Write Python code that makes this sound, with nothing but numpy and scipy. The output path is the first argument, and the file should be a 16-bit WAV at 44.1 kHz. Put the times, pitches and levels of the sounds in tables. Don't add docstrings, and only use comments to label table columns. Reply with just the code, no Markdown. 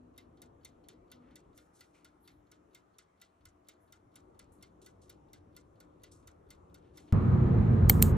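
import sys
import numpy as np
from scipy import signal
from scipy.fft import rfft, irfft, next_fast_len
from scipy.io import wavfile
from scipy.ndimage import uniform_filter1d

SR = 44100
rng = np.random.default_rng(int(sys.argv[2]) if len(sys.argv) > 2 else 0)


def wrap_up_sound(samples):
    columns = np.atleast_2d(samples).T
    tamed = np.clip(columns, -1, 1)
    steps = np.round(tamed * 32767).astype(np.int16)
    wavfile.write(sys.argv[1], SR, steps)


def boost_factor(decibels):
    exponent = np.asarray(decibels, float) / 20
    return 10 ** exponent


N = 360280

# (time [s], strength [dB], snap of the pallet over the frame [dB])
TICKS = [(0.1785, -55, -1.5), (0.4184, -58.5, 6.5), (0.6484, -54.5, 4), (0.8859, -55, 0),
         (1.1164, -54.5, -4.5), (1.3568, -58, 5.5), (1.5768, -59, 1), (1.8073, -55, -0.5),
         (2.0462, -58.5, 2.5), (2.2762, -55.5, -1), (2.5157, -62.5, 6), (2.7475, -56, 3.5),
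         (2.9846, -60, 8.5), (3.2151, -56.5, 1.5), (3.454, -59, 6), (3.686, -56.5, 5.5), (3.9235, -59, 6),
         (4.1565, -57, 4), (4.3924, -58, 6), (4.6254, -55.5, 2), (4.8618, -58.5, 7), (5.0953, -57, 4.5),
         (5.3323, -58, 5.5), (5.5648, -56, 4.5), (5.8027, -61, 3), (6.0347, -56.5, 1.5), (6.2731, -57, 3.5),
         (6.5046, -55.5, 4), (6.7436, -60.5, 3.5), (6.9731, -56, 4.5)]
# (lowest [Hz], highest [Hz])
TICK_BANDS = [
    (1250, 1700),
    (1800, 2500),
    (5000, 9000),
    (2800, 5000),
    (9500, 14500),
]
# (lead [s], level at the door [dB], level at the counter [dB])
RELEASES = [
    (.04, -71, -72.5),
    (.048, -61.5, -68.5),
]
# (pitch [Hz], level [dB], time to fall 60 dB [s])
TIMER_MODES = [(1457, 0, .1), (2055, 0, .08), (3010, -8, .05), (3670, -2, .045), (4420, -3, .05),
               (5300, -7, .03), (5700, -8, .03), (6230, -5, .025), (6650, -4, .03), (7000, -8, .03),
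               (9200, -8, .015), (10500, -6, .014), (11400, -7, .012), (12900, 2, .012)]
# (case boom [dB], dial plate [dB], top of the crack [dB])
VOICES = [
    [(-22, -4, 4.5), (-10.5, -4, 3)],
    [(-13.5, -4.5, -0.5), (-7.5, -4, 0)],
]
# (time [s], level [dB], centre [Hz], width [Hz], rise [s])
RUSTLES = [(1.19, -76, 1800, 1540, 0.089), (1.543, -72.5, 8900, 8000, 0.027),
           (1.727, -71.5, 8000, 7240, 0.04), (1.929, -76.5, 5000, 8000, 0.027),
           (1.94, -74, 2380, 600, 0.0086), (2.2, -75, 11700, 2500, .04), (2.24, -81, 4000, 1200, 0.015),
           (3.8, -81, 11100, 2500, 0.019), (4.519, -71.5, 10100, 5700, .002),
           (4.816, -67.5, 7140, 8000, 0.0012), (5.014, -71.5, 6700, 6000, .006),
           (6.113, -65, 7450, 5870, 0.0038), (6.79, -82.5, 2520, 2500, 0.064),
           (6.93, -71.5, 5600, 9200, 0.047), (7.07, -73.5, 2760, 2610, 0.013)]
# (time [s], pitch [Hz], level [dB], length [s])
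OVEN_HUM = [
    (0.023, 248, -60.5, 0.11),
    (.26, 245, -68, .06),
    (.47, 243, -65, 0.035),
    (0.756, 238, -68, 0.088),
    (.95, 241, -67, 0.027),
    (1.197, 246, -62, 0.077),
    (1.32, 247, -65, 0.053),
]
# (time [s], drone level [dB])
FRIDGE_LOAD = [(0.0, -65), (0.29, -65), (0.69, -66), (1.3, -65.5), (1.53, -68), (1.89, -72), (2.62, -70),
               (2.81, -72.5), (3.11, -75), (3.38, -75), (4.11, -69), (4.29, -64.5), (4.36, -65),
               (5.76, -66.5), (6.51, -65), (7.06, -63)]
# (frequency [Hz], level per Hz [dB])
KITCHEN_AIR = [(15, -37), (25, -9.5), (71, 3.5), (173, -2.5), (246, -5.5), (297, -2), (378, -3.5),
               (666, -8), (1270, -12), (1620, -22), (4380, -38.5), (4870, -37), (6920, -37), (11500, -41.5),
               (15500, -72)]
# (pitch [Hz], width [Hz], level over the air [dB])
FRIDGE_MODES = [
    [(301, 53, 5), (353, 8, 3.5), (698, 25, 6)],
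    [(91, 20, 3), (301.5, 7.7, 10.5), (363, 14, 6)],
]
# (time [s], rumble gain [dB], length [s])
STEPS = [
    (1.483, 5, .04),
    (2.36, 7, .06),
    (3.47, 13.5, .06),
    (4.07, 4, .03),
    (4.32, 1, 0.046),
    (5.45, 3, 0.43),
    (6.498, 3, 0.35),
]
# (frequency [Hz], likeness [-1 to 1], left minus right [dB])
KITCHEN_PORTS = [(59.7, 1, 1.5), (129.4, 0.9, -0.3), (249, 0.98, 4), (427, .2, 4), (870, -0.57, 3.5),
                 (1800, 0.22, 1), (5000, 0.31, -1), (12000, -0.34, 0)]
# (frequency [Hz], likeness [-1 to 1], left minus right [dB])
CABIN_PORTS = [(60, 0.97, -0.5), (130, 0.99, -0.5), (250, 0.73, -6.5), (450, 0.28, 1.5), (900, -0.095, 0.5),
               (2000, 0.21, 1), (8000, 0, -2.5), (12000, 1, 1)]
# (frequency [Hz], level per Hz [dB])
CABIN_AIR = [(15, -41.5), (25, -12), (108, 1.5), (226, -11.5), (285, -21), (359, -17.5), (398, -25),
             (452, -19.5), (599, -29), (1260, -32.5), (1360, -36.5), (5420, -71.5), (7960, -72.5),
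             (9050, -81.5), (11400, -88.5), (14800, -119), (22000, -120)]
# (pitch [Hz], width [Hz], level over the air [dB])
CABIN_MODES = [(93.8, 120, 0.5), (227.5, 22, 6.5), (361.4, 18, 6.5), (429, 6.4, 9), (1260, 20, 3),
               (2160, 1400, 2.5), (4050, 440, 5.5), (6800, 1500, 4), (12100, 350, 18)]
# (time [s], body boom gain [dB], floor gain [dB], length [s])
JOINTS = [
    (7.13, 10.5, 5, 0.042),
    (7.34, 6, 4.5, .03),
    (7.468, 4.5, 2, 0.024),
    (7.586, 5.5, 4.5, 0.052),
    (7.725, 2.5, 1, 0.028),
    (7.856, 11.5, 0, 0.034),
    (8.007, 6.5, 5, 0.051),
    (8.11, 5.5, 1.5, 0.042),
]
# (pitch [Hz], level [dB])
WHINE = [(11886, -103), (12112, -103)]
# (pitch [Hz], level [dB], time to fall 60 dB [s])
PRESS_MODES = [(14100, -6, .03), (13100, -17, .015), (9300, -19, .008), (7600, -22, .01), (5900, -20, .01),
               (4300, -24, .04), (3100, -26, .03), (2200, -20, .03), (825, -25, .06)]
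# (pitch [Hz], level [dB], time to fall 60 dB [s])
LET_GO_MODES = [(13500, -10, .005), (12500, -5, .006), (13500, -20, .02), (12400, -22, .03),
                (8200, -20, .02), (7300, -12, .006), (4200, -25, .02), (2600, -31, .02)]
PRESS_LAG = [.0005, .0002, 0, 0, 0, .001, .001, .001, .002]
LET_GO_LAG = [.0004, .0004, .001, .003, .001, 0, 0, .0003]
# (frequency [Hz], level [dB])
DESK = [(2500, -17), (3000, -11), (4500, -13), (5400, -20), (5900, -12), (6900, -3), (8600, -4),
        (9600, -12), (10300, -8), (11200, -13), (12500, -3), (14300, -2), (15000, -9), (15600, -30)]

COUNTER_S, CUT_S = 1.54, 7.125
TOUCH_S, TOUCH_DB = .0165, -8.5
TOUCH_TOP_DB = (2, 5)
TOP_PER_SNAP = 0.33
DOOR_DULL = 0.53
RUSTLE_T60_S, T60_PER_RISE = 0.28, 5
DRONE_DB, RUMBLE_DB, MURMUR_DB, HISS_DB, FULL_LOAD_DB = 1.35, -65.5, -74, -80.5, -64.5
RUMBLE_PER_DB, MURMUR_PER_DB = 1.2, 0.5
BOOM_DB, FLOOR_DB, ROAR_DB = -27, -30, -39
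FLOOR_LAG_S, ROAR_PER_DB = 0.013, 0.14
PRESS_S, LET_GO_S, SEAT_S = 7.8962, 8.0249, (.0042, .0046)


def table(rows, hz, column=1):
    rows = np.array(rows, float)
    return np.interp(np.log(np.maximum(hz, 1)), np.log(rows[:, 0]), rows[:, column])


def add(out, sound, s):
    i = int(s * SR)
    out[..., i:i + sound.shape[-1]] += sound[..., :out.shape[-1] - i]


def unit(x):
    return x / np.sqrt(np.mean(x ** 2))


def band(x, lo_hz, hi_hz):
    edges = [max(lo_hz, 50), min(hi_hz, 17000)]
    return signal.sosfilt(signal.butter(2, edges, "band", fs=SR, output="sos"), x)


def cut_top(x, top_hz):
    return signal.sosfilt(signal.ellip(8, .3, 40, top_hz, fs=SR, output="sos"), x)


def walk(size, rate):
    k = int(SR / rate)
    held = np.repeat(rng.standard_normal(size // k + 1), k)
    return uniform_filter1d(uniform_filter1d(held, k), k)[:size]


def swells(t, s, size, length):
    return sum(a * np.exp(-((t - c) / w) ** 2) for c, a, w in zip(s, size, length))


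def ring(modes, size, lag=0):
    hz, db, t60 = np.array(modes, float).T[:, :, None]
    t = np.maximum(np.arange(size) / SR - np.reshape(lag, (-1, 1)), 0)
    return boost_factor(db - 60 * t / t60) * np.sin(2 * np.pi * hz * t)


def air(size, colour, modes, ports, groups, flicker_db):
    hz = np.arange(size // 2 + 1) * SR / size
    bumps = sum(db / (1 + (2 * (hz - f) / width) ** 2) for f, width, db in modes)
    like = np.clip(table(ports, hz), -1, 1)
    tilt = boost_factor(table(ports, hz, column=2) / 2)
    noise = rfft(rng.standard_normal((2, size)))
    mid, side = noise * boost_factor(table(colour, hz) + bumps) * np.sqrt([1 + like, 1 - like])
    pair = np.array([(mid + side) * tilt, (mid - side) / tilt])
    out = 0
    for lo, hi, level_db, full in groups:
        edges = np.geomspace(lo, hi, int(3 * np.log2(hi / lo)) + 1)
        part = 0
        for a, b in zip(edges, edges[1:]):
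            part = part + boost_factor(flicker_db * walk(size, 9)) * irfft(pair * ((hz >= a) & (hz < b)), size)
        gauge = irfft(rfft(part.mean(0)) * (hz < full))
        out = out + boost_factor(level_db) * part / np.sqrt(np.mean(gauge ** 2))
    return out


def oven_hum():
    s, hz, db, length = np.transpose(OVEN_HUM)
    t = np.arange(int(COUNTER_S * SR)) / SR
    phase = 2 * np.pi * np.cumsum(np.interp(t, s, hz)) / SR
    tone = swells(t, s, boost_factor(db + 2.5), length) * np.sin(phase)
    return tone * boost_factor([[1.4], [-1.4]])


def blow(levels_db, tail_db=-16, tail_t60=.27):
    size = int(.14 * SR)
    t = np.arange(size) / SR
    chance = rng.standard_normal((len(TIMER_MODES), 2))
    varied = [(f * (1 + 0.017 * a), db + 4 * b, t60) for (f, db, t60), (a, b) in zip(TIMER_MODES, chance)]
    chatter = rng.standard_normal(size) ** 2 * rng.standard_normal(size) * boost_factor(-60 * t / .03)
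    struck = signal.fftconvolve(ring(varied, size).sum(0), chatter)[:size]
    noise = rng.standard_normal((3, size))
    out = np.zeros((3, size))
    ring_shares = (.8, .65, .3, .38, .4)
    lags_s = (.005, .003, 0, .001, 0)
    crack_t60s = (0.14, 0.055, 0.04, 0.17, 0.0028)
    wets_db = (9.5, 3, -0.5, -24.0, -19.0)
    tail_end = np.clip((.05 - t) / 0.015 + 1, 0, 1)
    bands = zip(TICK_BANDS, levels_db, ring_shares, lags_s, crack_t60s, wets_db)
    for (lo, hi), db, share, lag, t60, wet_db in bands:
        rung = band(struck, lo, hi)
        crack = band(noise[0] * boost_factor(-60 * t / t60), lo, hi)
        direct = share * rung / abs(rung).max() + (1 - share) * crack / abs(crack).max()
        grain = boost_factor(4 * walk(size, 300))
        fade = boost_factor(tail_db + wet_db - 60 * t / tail_t60) * np.minimum(t / 0.00074, 1)
        tail = unit(band(noise[1:], lo, hi)) * grain * fade
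        add(out, boost_factor(db) * np.vstack([direct / abs(direct).max(), tail * tail_end]), lag)
    return out


def timer(cancel_db=10.0):
    out = np.zeros((3, N))
    light_db = np.array([-18.5, -16, -18, -8.0, -9])
    for k, (s, db, snap) in enumerate(TICKS):
        at_counter = int(s > COUNTER_S)
        tock = (k + at_counter) % 2
        case, dial, top = VOICES[at_counter][tock]
        top_db = top + TOP_PER_SNAP * snap + cancel_db
        add(out, blow(db + np.array([case, dial, snap, 0, top_db])), s - .0005)
        add(out, blow(RELEASES[tock][1 + at_counter] + light_db), s - RELEASES[tock][0])
        if not tock:
            touch_db = db + TOUCH_DB + light_db + [0, 0, 0, 0, TOUCH_TOP_DB[at_counter]]
            add(out, blow(touch_db), s - TOUCH_S)
    return out


def rustles(grain_db=2.0):
    out = np.zeros((3, N))
    t = np.arange(int(.4 * SR)) / SR
    for s, db, hz, width, rise in RUSTLES:
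        t60 = RUSTLE_T60_S + T60_PER_RISE * rise
        grains = rng.standard_normal((3, len(t))) * boost_factor(grain_db * walk(len(t), 210))
        shape = np.minimum(t / rise, 1) * boost_factor(db - 60 * np.maximum(t - rise, 0) / t60)
        add(out, unit(band(grains, hz - width / 2, hz + width / 2)) * shape * [[1], [.45], [.45]], s)
    return out


def two_ports(x, direct_db=2.5):
    hz = np.arange(N // 2 + 1) * SR / N
    lag_s = 3.3e-5
    right = irfft(rfft(x) * np.exp(-2j * np.pi * hz * lag_s), N)
    return boost_factor(direct_db) * np.array([x, right])


def fridge_and_air(t0, t1, modes):
    s, load_db = np.transpose(FRIDGE_LOAD)
    size = next_fast_len(int((t1 - t0 + .02) * SR / 2)) * 2
    t = t0 + np.arange(size) / SR
    slack = np.interp(t, s, load_db) - FULL_LOAD_DB
    rumble_db = RUMBLE_DB + RUMBLE_PER_DB * slack + swells(t, *np.transpose(STEPS))
    drone_db = DRONE_DB + FULL_LOAD_DB + slack
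    murmur_db = MURMUR_DB + MURMUR_PER_DB * slack
    groups = [(25.8, 170, rumble_db, SR), (165.5, 600, drone_db, SR),
              (600, 1200, murmur_db, SR), (1200, 15500, HISS_DB, SR)]
    splice = np.sqrt(np.clip(np.minimum(t - t0 + (t0 == 0), t1 + .01 - t) / .01, 0, 1))
    return splice * air(size, KITCHEN_AIR, modes, KITCHEN_PORTS, groups, flicker_db=1.98)


def kitchen():
    near = timer() + rustles()
    at_door = np.arange(N) < COUNTER_S * SR
    near = near - DOOR_DULL * at_door * band(near, 11800, 14000)
    out = np.zeros((2, N))
    add(out, oven_hum(), 0)
    for modes, t0, t1 in zip(FRIDGE_MODES, (0, COUNTER_S), (COUNTER_S, CUT_S)):
        add(out, fridge_and_air(t0, t1, modes), t0)
    heard = cut_top(out + near[1:], 13400) + cut_top(two_ports(near[0]), 14400)
    dip = .55 * signal.lfilter(*signal.iirpeak(4850, 10, SR), heard)
    return (heard - dip)[:, :int(CUT_S * SR)]


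def car(first=-0.048):
    length_n = N - int(CUT_S * SR)
    size = length_n // 2 * 2 + 2
    t = np.arange(size) / SR
    s, boom, drum, length = np.transpose(JOINTS)
    boom_db = BOOM_DB + swells(t + CUT_S, s, boom, length)
    drumming = swells(t + CUT_S - FLOOR_LAG_S, s, drum, length)
    floor_db = FLOOR_DB + drumming
    roar_db = ROAR_DB + ROAR_PER_DB * drumming
    groups = [(18.5, 135, boom_db, SR), (133.0, 300, floor_db, SR), (292.2, 16000, roar_db, 790)]
    out = air(size, CABIN_AIR, CABIN_MODES, CABIN_PORTS, groups, flicker_db=1.0)
    out += (first - out[:, :1]) * np.exp(-t / 0.0043)
    whine = sum(boost_factor(db + 9 + 5 * walk(size, 60)) * np.sin(2 * np.pi * hz * t) for hz, db in WHINE)
    return (out + whine)[:, :length_n]


def button():
    out = np.zeros(N)
    size = int(.25 * SR)
    t = np.arange(size) / SR
    hz = np.arange(size // 2 + 1) * SR / size
    desk_colour = boost_factor(table(DESK, hz)) * (hz > 2500)
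    desk = [unit(irfft(rfft(rng.standard_normal(size)) * desk_colour, size)) for _ in range(3)]
    add(out, desk[0] * boost_factor(-27 + 3500 * (t - .008)) * (t < .008), PRESS_S - .0078)
    add(out, ring(LET_GO_MODES, size).sum(0) * boost_factor(-22), LET_GO_S - .0047)
    hits = zip((PRESS_S, LET_GO_S), (PRESS_MODES, LET_GO_MODES), (PRESS_LAG, LET_GO_LAG),
               SEAT_S, desk[1:], (-39, -40), (.19, .26))
    for s, modes, lag, seat, answer, db, t60 in hits:
        low = np.array(modes)[:, :1] < 5000
        stop = seat * (1 + .6 * low * (s == PRESS_S))
        damped = boost_factor(np.maximum(-12000 * np.maximum(t - stop, 0), -16 - 900 * t))
        shell = (ring(modes, size, lag) * damped).sum(0)
        grit = band(rng.standard_normal(size), 1500, 16000) * boost_factor(-21 - 60 * t / .014)
        desk_tail = answer * boost_factor(db - 60 * t / t60) * np.clip((.115 - t) / .04, 0, 1)
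        add(out, shell + grit + desk_tail, s)
    hiss = unit(band(rng.standard_normal(size), 5000, 15500))
    add(out, hiss * boost_factor(-60) * np.clip((.235 - t) / .05, 0, 1), PRESS_S)
    return out


def scene():
    return np.hstack([kitchen(), car()]) + cut_top(button(), 15900)


def roll_off(x):
    return signal.sosfilt(signal.butter(12, 16620, fs=SR, output="sos"), x)


def record(dry):
    return roll_off(dry)


dry = scene()
out = record(dry)
wrap_up_sound(out)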